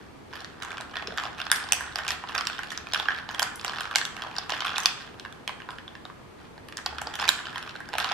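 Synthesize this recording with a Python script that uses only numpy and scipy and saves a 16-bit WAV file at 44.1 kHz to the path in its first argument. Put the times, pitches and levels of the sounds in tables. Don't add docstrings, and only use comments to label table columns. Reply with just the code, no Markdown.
import sys
import numpy as np
from scipy import signal
from scipy.io import wavfile
from scipy.ndimage import uniform_filter1d

SR = 44100
rng = np.random.default_rng(int(sys.argv[2]) if len(sys.argv) > 2 else 0)


def int16_out(signal):
    q = np.round(np.clip(np.atleast_2d(signal).T, -1, 1) * 32767)
    wavfile.write(sys.argv[1], SR, q.astype(np.int16))


N = 358647


def from_db(db):
    return 10 ** (np.asarray(db) / 20)


def rms_one(x):
    return x / np.sqrt(np.mean(x ** 2) + 1e-20)


def unit_level(wave):
    energy = np.mean(np.sum(wave ** 2, axis=2, keepdims=True), axis=1, keepdims=True)
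    return wave / np.sqrt(energy / (0.004 * SR))


def at_time(rows, s):
    times, *columns = np.transpose(rows)
    return [np.interp(s, times, column) for column in columns]


def at_hz(rows, hz):
    points, *columns = np.transpose(rows)
    return [np.interp(np.log(hz), np.log(points), column) for column in columns]


def filtered(x, hz, kind, order=2):
    sections = signal.butter(order, hz, kind, fs=SR, output="sos")
    return signal.sosfilt(sections, x + 1e-18)


def noise_bands(size):
    edges = np.geomspace(20, 17000, 22)
    white = rng.standard_normal((2, 2, size))
    for k, (low, high) in enumerate(zip(edges, edges[1:])):
        mid, side = filtered(white[k % 2], [low, high], "band")
        yield np.sqrt(low * high), mid, side


def stereo(mid, side, alike):
    alike = np.clip(alike, -1, 1)
    opposed = side * np.array([[1], [-1]])
    return np.sqrt((1 + alike) / 2) * mid + np.sqrt((1 - alike) / 2) * opposed


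def swells(rows, s, attack_s, release_s):
    start, length, *levels_db = np.transpose(rows)
    since = s[:, None] - start
    attack = np.clip(1 + since / attack_s, 0, 1)
    release = np.exp(-np.maximum(since - length, 0) / release_s)
    return [np.max(attack * release * from_db(level_db), axis=1) for level_db in levels_db]


# (frequency [Hz], relative density [dB])
AIR_SPECTRUM = [(20, -4.5), (30, -16), (45, -11.5), (65, -6), (120, -3.5), (220, -3.5), (380, -4),
                (600, -10.5), (900, -10.5), (1700, -17), (3500, -24.5), (5850, -31.5), (11500, -38.5),
                (15000, -66)]
# (frequency [Hz], left-right likeness [-1 to 1])
AIR_LIKENESS = [(30, 0.68), (70, 1), (140, 0.35), (280, 0.042), (600, 0.028), (1500, 0.087), (4000, 0.05),
                (12000, 0.033)]
AIR_DB = -47.17


def house_air():
    air = 0
    for hz, mid, side in noise_bands(N):
        density_db, = at_hz(AIR_SPECTRUM, hz)
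        alike, = at_hz(AIR_LIKENESS, hz)
        air = air + from_db(density_db) * stereo(mid, side, alike)
    return from_db(AIR_DB) * rms_one(air)


# (full level from [s], held for [s], level [dB])
HUM_SWELLS = [(.85, 0.46, -61.5), (1.72, 0.69, -56), (2.7, 0.33, -62.5), (6.87, 0.33, -57),
              (7.98, .15, -64)]
HUM_REST_DB, HUM_ATTACK_S, HUM_RELEASE_S = -69.5, 0.051, 0.12


def low_hum():
    swell, = swells(HUM_SWELLS, np.arange(N) / SR, HUM_ATTACK_S, HUM_RELEASE_S)
    hum = rms_one(filtered(rng.standard_normal(N), [68, 77], "band"))
    return (from_db(HUM_REST_DB) + swell) * hum


# (full level from [s], held for [s], knock level [dB], clink level [dB])
STROKES = [(0.33, 0.078, -39, -41.5), (0.52, 0.06, -47, -50), (0.62, 0.13, -37, -45),
           (0.77, 0.038, -40.5, -51), (0.95, 0.075, -36, -49.5), (1.18, 0.098, -35, -42),
           (1.38, 0.063, -49, -49.5), (1.54, 0.22, -39, -39.5), (1.78, 0.095, -36, -43),
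           (1.99, 0.15, -36, -42), (2.29, .05, -42, -39), (2.35, 0.042, -28.5, -39),
           (2.49, 0.18, -47, -42.5), (2.70, 0.062, -58, -41.5), (2.94, 0.087, -37, -31.5),
           (3.04, 0.15, -47, -41.5), (3.30, 0.19, -38, -46), (3.65, 0.22, -36, -41),
           (3.93, 0.044, -34, -41), (4.19, 0.08, -34, -44.5), (4.33, 0.11, -43.5, -46.5),
           (4.51, 0.38, -34, -36), (4.97, 0.097, -45.5, -44), (5.70, 0.074, -56, -57),
           (6.40, 0.065, -49, -53), (6.93, 0.27, -40, -48), (7.20, 0.05, -30.5, -31.5),
           (7.35, 0.052, -39.5, -42), (7.45, 0.24, -40.5, -43.5), (7.66, 0.11, -53, -47),
           (7.99, 0.18, -32.5, -35)]
# (time [s], knock level [dB])
DRIFT = [(0, -48.5), (.2, -81), (.6, -53), (1.1, -45), (4.9, -47.5), (5.4, -56.5), (5.95, -60), (6.3, -79),
         (6.65, -68), (7.3, -63), (8.13, -38.5)]
STROKE_ATTACK_S, STROKE_RELEASE_S = 0.035, 0.019
DRIFT_CLINK_DB = -4.5


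def briskness(s):
    knock, clink = swells(STROKES, s, STROKE_ATTACK_S, STROKE_RELEASE_S)
    drift_db, = at_time(DRIFT, s)
    knock = np.hypot(knock, from_db(drift_db))
    clink = np.hypot(clink, from_db(drift_db + DRIFT_CLINK_DB))
    return 20 * np.log10([knock, clink])


def ringing(modes, own_hz, own_db, own_t60, size_law, reach, detune, spread, rise_s):
    t = np.arange(SR // 70) / SR
    hz, mode_db, t60 = np.transpose(modes)
    chance = rng.standard_normal((len(own_hz), 4, len(hz) + 1))
    distance = np.log2(hz / own_hz[:, None]) / reach
    gain = from_db(mode_db + 2.0 * chance[:, 0, 1:]) / (1 + distance ** 2)
    gain = gain * np.sign(chance[:, 1, 1:]) / np.linalg.norm(gain, axis=1, keepdims=True)
    turn = np.exp(1j * spread * chance[:, 2, None, :] * np.array([[1], [-1]]))
    partials = np.exp(2j * np.pi * hz[:, None] * t) * from_db(-60 * t / t60[:, None])
    shared = (gain[:, None] * turn[:, :, 1:]) @ partials
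    shared = shared * np.exp(2j * np.pi * detune * hz.mean() * chance[:, 3, :1, None] * t)
    own_t60 = own_t60 * (hz.mean() / own_hz[:, None]) ** size_law
    own = 1j * from_db(own_db - 60 * t / own_t60) * np.exp(2j * np.pi * own_hz[:, None] * t)
    ring = (shared + turn[:, :, :1] * own[:, None]).imag
    return unit_level(ring * (1 - np.exp(-t / rise_s)))


def struck(ring, level_db, own_hz, crack_hz, width_hz, crack_db, room_ring_db):
    t = np.arange(ring.shape[-1]) / SR
    centre_hz = np.sqrt(own_hz * crack_hz)[:, None, None]
    burst = t ** 2 * np.exp(-2 * np.pi * width_hz * t)
    crack = unit_level(burst * np.cos(2 * np.pi * centre_hz * t))
    direct = unit_level(ring + from_db(crack_db) * crack)
    sent = unit_level(crack + from_db(room_ring_db) * ring)
    return np.stack([direct, sent], axis=1) * from_db(level_db)[:, None, None, None]


# (frequency [Hz], relative level [dB], t60 [s])
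GLASS_MODES = [(670, -5.5, 0.013), (802, -1.5, 0.02), (940, -3, 0.02), (1285, -3.5, 0.015),
               (1512, 4, 0.012), (1670, 5.5, 0.0083)]


def glass_knock(level_db, hz):
    ring = ringing(GLASS_MODES, hz, own_db=0.5, own_t60=0.012, size_law=0.89, reach=0.86,
                   detune=0.067, spread=0.22, rise_s=0.00088)
    return struck(ring, level_db + 0.099, hz, crack_hz=1330, width_hz=760, crack_db=-15.5, room_ring_db=0.5)


# (frequency [Hz], relative level [dB], t60 [s])
ICE_MODES = [(2558, 3, 0.018), (2860, 4.5, 0.012), (3430, 5, 0.013), (3820, 9, 0.0055), (4410, 4, 0.0075),
             (5247, 6, 0.012), (5750, 2, 0.0053), (6900, 5, 0.0046)]


def ice_clink(level_db, hz, pure_db):
    ring = ringing(ICE_MODES, hz, own_db=pure_db[:, None] - 0.5, own_t60=0.0061, size_law=1.2, reach=0.79,
                   detune=0.058, spread=0.49, rise_s=0.00021)
    crack_db = -11.0 - 0.77 * pure_db[:, None, None]
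    return struck(ring, level_db - 0.4, hz, crack_hz=3490, width_hz=1700, crack_db=crack_db, room_ring_db=-5.5)


# (frequency [Hz], relative level [dB], t60 [s])
TICK_MODES = [(5860, 8, 0.005), (7440, 4.5, 0.0035), (8470, 1, 0.003), (8940, -2, 0.0035),
              (10200, 2, 0.0025), (10950, -5, 0.003), (12230, 0.5, 0.0035)]


def contact_tick(level_db, hz):
    ring = ringing(TICK_MODES, hz, own_db=-4.0, own_t60=0.0038, size_law=0.9, reach=1.0,
                   detune=0.035, spread=0.81, rise_s=0.0001)
    return struck(ring, level_db - 2.5, hz, crack_hz=9000, width_hz=2700, crack_db=-11.0, room_ring_db=8.0)


def chattering(waves, s, graze_s, rebound_s, graze_db, rebound_db):
    gaps = rng.uniform(0.4, 1.6, (len(s), 3)) * np.array([-graze_s, 0, rebound_s])
    starts = np.clip((s[:, None] + gaps) * SR, 0, N - 1).astype(int)
    gains = from_db([graze_db, 0, rebound_db])
    size = waves.shape[-1]
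    out = np.zeros((2, 2, N + size))
    for wave, touches in zip(waves, starts):
        for start, gain in zip(touches, gains):
            out[..., start:start + size] += gain * wave
    return out[..., :N]


GLASS_PAN_DB, PAN_SCATTER_DB = -1.5, 1.1


def contacts(rows):
    s, knock_db, knock_hz, clink_db, clink_hz, pure_db, tick_db, tick_hz = np.transpose(rows)
    knock = glass_knock(knock_db, knock_hz)
    bright = ice_clink(clink_db, clink_hz, pure_db) + contact_tick(tick_db, tick_hz)
    beaming_db = 0.076 * np.maximum(clink_db + 43.0, 0) + 0.098 * (pure_db + 13.5)
    waves = knock + bright * from_db(-np.outer(beaming_db, [0, 1]))[:, :, None, None]
    pan_db = GLASS_PAN_DB + PAN_SCATTER_DB * rng.standard_normal(len(s))
    waves[:, 0] *= from_db(pan_db[:, None, None] * np.array([[0.5], [-0.5]]))
    return chattering(waves, s, graze_s=0.0005, rebound_s=0.0012, graze_db=-20.5, rebound_db=-11.5)


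def jostling(per_s, uneven_db, knock_gain_db, clink_gain_db, tick_gain_db, catch_share, catch_db):
    count = int(per_s * N / SR)
    chance = rng.random((count, 8))
    s = (np.arange(count) + 1.5 * chance[:, 0]) / per_s
    knock_db, clink_db = briskness(s)
    force_db, hard_db, sharp_db = uneven_db * (2 * chance[:, 1:4].T - 1)
    edge_db = catch_db * np.exp(-chance[:, 6] / catch_share)
    knock_db = knock_db + force_db + 0.2 * edge_db + knock_gain_db
    clink_db = clink_db + force_db + 0.5 * hard_db + edge_db + clink_gain_db
    tick_db = clink_db + 1.5 * sharp_db + tick_gain_db
    knock_hz = 700 + 1200 * chance[:, 4]
    clink_hz = 2300 + 2500 * chance[:, 5] ** 2.06
    tick_hz = 6000 + 5000 * chance[:, 7]
    pure_db = np.full(count, -2.5)
    return contacts(np.transpose([s, knock_db, knock_hz, clink_db, clink_hz, pure_db, tick_db, tick_hz]))


# (frequency [Hz], relative tail level [dB], t60 [s], left-right likeness [-1 to 1])
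ROOM = [(300, 1, 0.78, 0.14), (590, -6, 0.14, 0.0025), (910, -1.5, 0.65, 0.58), (1535, -1, 0.54, 0.41),
        (2150, 1.5, 0.5, 0.17), (3400, -1.5, 0.5, 0), (4930, -7, 0.37, 0), (7000, -2, 0.54, 0),
        (11900, -3.5, 0.14, 0), (16000, 3, 0.15, 0)]


def living_room(x, first_s, build_s, pan_db, grain_db, grain_s, near_s, near_db):
    t = np.arange(round(0.8 * SR)) / SR
    grain = rms_one(uniform_filter1d(rng.standard_normal(len(t)), size=45))
    build = 1 - np.exp(-np.maximum(t - first_s, 0) / build_s)
    onset = build * from_db(grain_db * grain * np.exp(-t / grain_s))
    response = 0
    for hz, mid, side in noise_bands(len(t)):
        wet_db, t60, alike = at_hz(ROOM, hz)
        fade = onset * from_db(-60 * t / t60)
        fade = fade / np.linalg.norm(fade)
        response = response + from_db(wet_db) * fade * stereo(mid, side, alike)
    response[:, int(near_s * SR)] += from_db(near_db)
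    return signal.fftconvolve(x, response, axes=1)[:, :N] * from_db([[pan_db], [-pan_db]])


# (time [s], knock level [dB], knock pitch [Hz], clink level [dB], clink
# pitch [Hz], clink's own pitch over the shared modes [dB], tick level [dB], tick pitch [Hz])
KNOCKS = [(0.3562, -42, 1660, -44, 4600, -3, -51, 11200), (0.4054, -44, 1580, -41, 5000, -7, -44, 5800),
          (0.4457, -37.5, 1720, -36, 4230, 1, -46, 7060), (0.6237, -42, 1380, -33, 2280, -6, -45, 12000),
          (0.6321, -37, 1400, -44, 3400, -3, -41, 7000), (0.6485, -36, 1130, -39, 2330, -2, -42, 6700),
          (0.7057, -36, 1310, -39, 3400, 9, -52, 7100), (0.7175, -44, 1510, -36, 2270, 7, -46, 7000),
          (0.7712, -43, 1360, -37, 2550, -11, -64, 5800), (0.7809, -34, 1430, -36.5, 2400, -6, -48, 6800),
          (0.803, -34, 960, -41, 2630, 0, -55, 5800), (0.8096, -38, 1480, -38, 3840, -3, -41, 7500),
          (0.9395, -38.5, 1220, -41, 2990, 8, -66, 5900), (0.9563, -33, 1450, -32, 2550, 5, -52, 5900),
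          (0.9687, -30.5, 1390, -29.5, 3400, 10, -47, 6500), (0.987, -43, 1540, -42, 3420, 4, -58, 6400),
          (1.0237, -33, 810, -35, 2250, -9, -59, 5900), (1.0726, -39, 1370, -30.5, 4000, -10, -56, 5500),
          (1.1064, -38, 1440, -51, 3490, 8, -62, 7100), (1.1222, -34, 710, -41, 3440, 10, -62, 6000),
          (1.1752, -31.5, 1580, -34.5, 4870, -8, -36, 5650), (1.1824, -26, 1290, -27, 3300, 2, -45, 5760),
          (1.1987, -30, 1340, -33.5, 3270, -12, -45, 5700),
          (1.2362, -29.5, 1260, -34.5, 2880, -3, -42.5, 7400), (1.3874, -37, 1260, -42, 2480, 0, -54, 8300),
          (1.3942, -39, 1340, -37.5, 2630, -1, -53, 5900), (1.4015, -31, 1430, -30, 2780, 4, -52, 11900),
          (1.4161, -32, 1460, -30, 3520, 7, -42, 6040), (1.4535, -43, 1400, -46, 4200, -4, -51, 9500),
          (1.4668, -29, 1280, -35, 3500, 0, -63, 6000), (1.5012, -31, 1430, -34, 3630, 6, -51, 5870),
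          (1.5159, -16.5, 1670, -18, 4850, -9, -16, 9200), (1.5275, -24, 1850, -34, 2080, 4, -50, 5800),
          (1.5598, -37, 1640, -30, 5120, -12, -33, 11500), (1.7222, -28, 1020, -15, 2600, 8, -12.5, 5900),
          (1.732, -31, 1670, -25, 2630, 2, -21, 5670), (1.8077, -27, 1490, -43, 2230, -14, -44, 11500),
          (1.9576, -28.5, 1500, -24.5, 4870, 8, -35, 7450), (1.985, -36, 1530, -35, 3230, -3, -41, 7400),
          (1.9883, -26.5, 1510, -34, 3080, -1, -44, 5510), (2.0075, -33, 1540, -52, 2360, -9, -59, 7700),
          (2.066, -33, 1150, -35, 2970, 3, -50, 5600), (2.0803, -31, 1580, -27, 4370, -14, -30, 7500),
          (2.0848, -39, 1530, -26, 2470, 0, -44, 7800), (2.0896, -36, 1440, -29, 4930, -7, -37, 5510),
          (2.1056, -28.5, 1380, -25.5, 5100, 1, -31, 5900),
          (2.1186, -45, 1520, -29.5, 3820, -6, -41, 11600), (2.2386, -30.5, 1390, -41, 2260, 2, -63, 7700),
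          (2.2884, -48, 1450, -34.5, 3400, 7, -56, 5800), (2.2938, -32, 1210, -38, 2810, 0, -48, 5900),
          (2.3208, -36, 1530, -43, 2890, 0, -53, 5700), (2.3504, -32, 1620, -28.5, 2380, 5, -34, 6170),
          (2.3521, -29, 1590, -30, 2950, 0, -40, 5510), (2.3604, -27.5, 1370, -34, 2360, -8, -60, 6000),
          (2.3795, -29, 1300, -25, 4950, 12, -34, 5700), (2.3831, -29, 1320, -29, 2730, 3, -47, 10640),
          (2.4092, -27, 1390, -27, 4850, -1, -34, 5870), (2.4528, -44, 1510, -38, 4500, -6, -45, 7500),
          (2.4707, -31, 1700, -22, 4840, -2, -28, 5600), (2.4987, -28.5, 1460, -34, 2400, 2, -54, 7200),
          (2.5307, -41, 1490, -35, 3470, 9, -56, 5900), (2.5825, -42, 1650, -35.5, 3200, 1, -63, 5800),
          (2.5911, -26, 1560, -44, 2170, -9, -45, 5900), (2.6336, -35, 1600, -34, 2400, -3, -48.5, 10600),
          (2.7047, -41, 1770, -34.5, 3450, 9, -41, 6400), (2.7184, -31, 1730, -58, 2280, 4, -40, 6600),
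          (2.7234, -45, 1620, -43, 4500, -2, -40, 6900), (2.7758, -34.5, 1620, -30.5, 5300, 0, -38.5, 5740),
          (2.87, -38, 1420, -36, 2460, 5, -58, 5900), (2.935, -25.5, 1480, -21.5, 4070, -8, -34, 10500),
          (2.9464, -26.5, 1710, -22, 2860, -6, -42, 5800), (2.9595, -24.5, 1480, -31, 2950, 7, -55, 5800),
          (2.9989, -27, 920, -25, 3450, 11, -44, 11800), (3.0563, -31, 1280, -34, 2820, 9, -54, 5600),
          (3.0853, -18, 1640, -28, 2260, -5, -45, 5900), (3.1063, -27, 1630, -34, 2190, -5, -63, 5800),
          (3.1196, -35, 1430, -32.5, 3200, 16, -57, 5770), (3.1865, -33.5, 1660, -36, 2280, -3, -72, 11300),
          (3.2903, -32.5, 910, -34, 4040, -4, -53, 5800), (3.3123, -33, 1570, -43, 2220, -9, -43, 6500),
          (3.347, -33, 1830, -33, 3320, 7, -41, 7900), (3.3826, -38, 1070, -40, 3100, -4, -56, 6000),
          (3.3951, -24, 1616, -21, 3260, 0, -25.5, 6060), (3.4201, -23.5, 1040, -31, 5100, -6, -32, 6040),
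          (3.4254, -26, 1480, -34, 4800, -2, -30, 6720), (3.4287, -23.5, 1590, -22.5, 4800, 3, -25, 6740),
          (3.5581, -53, 1120, -63, 2310, -7, -37.5, 9900), (3.596, -48, 1480, -37.5, 3560, 3, -63, 5800),
          (3.6124, -42, 1570, -39.5, 5000, 0, -47, 5600), (3.6469, -27.5, 1560, -27.5, 2780, -1, -31, 7800),
          (3.6632, -47, 1550, -35, 3880, -1, -52, 5900), (3.68, -31.5, 950, -29.5, 4570, 12, -42, 5900),
          (3.6952, -33, 1200, -32, 3520, -2, -52, 6000), (3.7341, -29.5, 1620, -40, 2210, -6, -53, 8900),
          (3.785, -29.5, 1300, -31.5, 2760, 1, -49, 5800),
          (3.8072, -29.5, 1480, -29.5, 3150, -2, -37.5, 10000),
          (3.8549, -31, 1500, -34, 2240, -12, -55, 5800), (3.9118, -30, 1220, -36, 3300, 4, -50, 9600),
          (3.9507, -31, 1730, -28.5, 2620, -9, -41, 5900),
          (3.9578, -21.5, 1600, -14, 3970, -13, -19.5, 7660),
          (3.984, -29, 1640, -29, 3530, -6, -28.5, 7600), (4.0142, -26, 1620, -29.5, 3520, -4, -47, 5900),
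          (4.0521, -32.5, 1500, -27, 3640, 0, -30.5, 5800), (4.1665, -37, 1280, -36, 2280, -1, -45, 5900),
          (4.2208, -34.5, 1640, -31, 3260, 0, -44.5, 6740), (4.3129, -38.5, 820, -42, 2520, 2, -58, 7500),
          (4.3651, -34.5, 1510, -32, 4660, 0, -48, 5800), (4.3836, -29.5, 926, -26.5, 4740, 9, -39, 5700),
          (4.3862, -33, 1020, -29, 4740, 1, -43, 5700), (4.4956, -26.5, 1320, -29.5, 2730, -1, -38, 7000),
          (4.5036, -34, 1130, -32, 3570, 3, -34, 5800), (4.5213, -28, 850, -25.5, 3140, -5, -50, 5700),
          (4.5363, -28.5, 1480, -33, 2930, 2, -51, 5800), (4.5455, -36, 1570, -41, 3680, -3, -51, 5840),
          (4.5793, -48, 950, -47, 3060, 0.5, -46, 5900),
          (4.6054, -30.5, 1560, -26.5, 3060, -1, -36.5, 6050),
          (4.6209, -28, 1310, -29.5, 2600, -8, -61, 9900), (4.6463, -42, 1460, -34, 3220, 6, -56, 5800),
          (4.65, -27, 1250, -30, 2600, 5, -41, 8300), (4.6622, -35, 1570, -36, 3240, 6.5, -45, 11000),
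          (4.6688, -29.5, 1390, -27.5, 3370, 7, -45, 5900), (4.6806, -38, 1690, -29, 2000, -11, -49, 5600),
          (4.6933, -33, 1140, -32, 3300, 9, -52, 6900), (4.7412, -28.5, 1480, -44, 2290, -5, -64, 5800),
          (4.7597, -42, 1430, -28, 3420, 2, -51, 6000), (4.767, -40, 1480, -28, 2550, 22, -44, 6900),
          (4.7816, -23.5, 1400, -26, 3870, 4, -26.5, 6600), (4.8024, -47, 1320, -37, 4400, -1, -29.5, 6370),
          (4.8339, -43, 990, -34, 3100, 5, -33, 5800), (4.8387, -44, 1400, -39, 2820, -3, -42, 6400),
          (4.858, -23, 1230, -11.5, 4790, 1.5, -20.5, 5740), (5.1974, -45, 1740, -36.5, 3350, 2, -45, 5660),
          (5.2503, -33.5, 1640, -38.5, 2230, -3, -59, 5800), (5.2587, -37, 1560, -47, 2000, -5, -69, 10010),
          (5.3256, -45, 1420, -44.5, 3490, 12, -50, 6100),
          (5.477, -32.5, 1000, -25.5, 3050, -6, -34.5, 5440),
          (5.4932, -27.5, 1010, -32.5, 2240, 4, -61, 6000), (5.6024, -38.5, 1800, -43, 2150, -9, -63, 6000),
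          (5.6194, -42, 1000, -43, 2920, 10, -63, 5800), (5.689, -29.5, 975, -43, 2400, -4, -58, 6600),
          (5.706, -41, 1060, -41, 3550, -4, -44.5, 7540), (5.7288, -40, 1010, -50, 2170, -3, -64, 10100),
          (5.7849, -38, 1820, -41, 2980, 5, -55, 6000), (5.8792, -44.5, 1140, -38, 3450, 23, -66, 7700),
          (5.9528, -40.5, 1750, -43, 2730, 1, -74, 9200), (6.0526, -38, 1220, -39.5, 3700, 16, -54, 7440),
          (6.0996, -40, 1160, -55, 2230, -1, -70, 7500), (6.579, -41, 880, -50.5, 4250, 8, -68, 9200),
          (6.6859, -43.5, 1240, -43, 3220, -7, -51, 11000), (6.7243, -42, 1230, -41, 2540, -6, -53, 6100),
          (6.7708, -38, 1730, -33.5, 4880, 2, -33, 7150), (6.7797, -41, 1670, -37.5, 3180, 4, -51, 5600),
          (6.7877, -32.5, 1540, -50, 2200, -6, -58, 6300), (6.8611, -27.5, 890, -24.5, 4600, 7, -37, 5900),
          (6.8638, -31, 1140, -28, 4730, 9, -43, 5700), (6.9274, -36, 840, -53, 2260, -11, -67, 5800),
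          (6.9839, -29.5, 1570, -32.5, 3500, 4, -44, 5800), (7.015, -38, 1670, -47, 2000, 4, -41, 7670),
          (7.0169, -31.5, 850, -36, 2160, -5, -36.5, 7800), (7.071, -29.5, 870, -32.5, 4550, 6, -58, 5700),
          (7.1393, -36, 1400, -33, 3240, 6, -43, 6600), (7.1544, -36, 1600, -32.5, 3450, 3, -36, 6450),
          (7.1906, -34, 1310, -37, 2580, 2, -53, 6800), (7.1973, -29, 940, -31, 4730, -7, -44, 5800),
          (7.2107, -32, 1390, -36, 3380, 1, -48, 5900), (7.2165, -30, 1560, -32, 2970, -1, -38, 7100),
          (7.2256, -27, 1150, -31, 3380, 4, -49, 5800), (7.239, -29, 1270, -34, 2770, 2, -49, 8900),
          (7.2533, -38, 1280, -30.5, 3500, 0, -52, 6400), (7.2787, -31, 840, -23, 2440, 7, -30, 5930),
          (7.2851, -30, 1580, -23, 5140, -18, -39, 6400), (7.2902, -20, 1460, -11, 3800, 20, -16, 7100),
          (7.39, -33, 1660, -37, 3070, 9, -57, 6200), (7.4555, -44, 1140, -35, 3100, 7, -61, 7800),
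          (7.4687, -34, 1470, -38, 3720, -1, -56, 6000), (7.4845, -37, 1440, -41, 3210, 1, -60, 6000),
          (7.5327, -37, 1550, -56, 2180, -2, -62, 6600), (7.5584, -30, 1490, -32.5, 3200, 17, -52, 12000),
          (7.5727, -31, 1560, -57, 2170, -9, -63, 6500), (7.5803, -40, 1290, -36, 2260, -7, -42.5, 6260),
          (7.6756, -36, 1570, -41, 2190, -5, -55, 5900), (7.6936, -39, 1590, -37, 3080, -3, -51, 5760),
          (7.7548, -36.5, 1570, -55, 2230, -9, -62, 10200), (7.8041, -34, 1560, -56, 2210, -7, -51, 7960),
          (7.8888, -38, 1510, -44, 4900, 11, -48, 5900), (7.932, -31, 950, -36.5, 3500, 0, -47, 5600),
          (7.9378, -26, 830, -32.5, 2920, -9, -46, 7740), (7.9528, -27, 860, -31.5, 2890, -2, -58, 5800),
          (7.9827, -21, 1260, -29, 2200, -7, -31.5, 11000),
          (7.9841, -29, 1250, -27.5, 2000, -9, -39, 11090), (8.0009, -34, 1650, -27, 3600, -9, -41, 6900),
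          (8.0054, -24.5, 1590, -32, 2670, -4, -46, 6600), (8.0447, -26, 1430, -24.5, 3060, -13, -37, 5840),
          (8.0491, -30, 1410, -44, 2000, -9, -57, 11970), (8.0698, -37, 1230, -43, 3900, 0, -54, 5600),
          (8.1138, -25.5, 860, -31.5, 2770, -5, -51, 5800),
          (8.1189, -26, 930, -26.5, 2450, -4, -35.5, 6550)]


def stand_out_hits():
    return contacts(KNOCKS)


# (time [s], starting level [dB], starting pitch [Hz])
GLUGS = [(1.050, -34, 207), (1.054, -27, 390), (1.081, -19, 420), (1.088, -24, 636), (1.095, -31.5, 190),
         (1.106, -27, 497), (1.121, -29, 600)]
GLUG_ATTACK_S = 0.004
GLUG_CYCLES = 10
GLUG_RISE_PER_S = 3.3


def glugs():
    t = np.arange(SR // 10) / SR
    out = np.zeros(N)
    for s, level_db, hz in GLUGS:
        start = int(s * SR)
        decay = from_db(level_db - 60 * t * hz / GLUG_CYCLES)
        cycles = hz * t * (1 + GLUG_RISE_PER_S * t / 2)
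        out[start:start + len(t)] += (1 - np.exp(-t / GLUG_ATTACK_S)) * decay * np.sin(2 * np.pi * cycles)
    return np.array([out, out])


# (frequency [Hz], width [Hz], left level [dB], right level [dB])
MICROPHONES = [(2390, 3000, -2.5, 1), (4860, 660, 1.5, 1), (8100, 10000, 1, 0.5), (11100, 1600, 4, 0)]


def microphones(x):
    for hz, width, *level_db in MICROPHONES:
        band = signal.lfilter(*signal.iirpeak(hz, hz / width, fs=SR), x)
        x = x + (from_db(level_db)[:, None] - 1) * band
    return x


def scene():
    stirring = jostling(per_s=150, uneven_db=6.0, knock_gain_db=-5.5, clink_gain_db=-7.5,
                        tick_gain_db=-19.5, catch_share=0.18, catch_db=8.5)
    ice = filtered(stand_out_hits() + stirring, 510, "high")
    direct, sent = ice + glugs()
    room = living_room(sent, first_s=0.0002, build_s=0.000094, pan_db=0.5, grain_db=4.5,
                       grain_s=0.03, near_s=0.0043, near_db=-24.5)
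    return microphones(direct + room) + house_air() + low_hum()


def record(dry):
    return filtered(np.clip(dry, -1, 1), 15000, "low", order=12)


dry = scene()
out = record(dry)
int16_out(out)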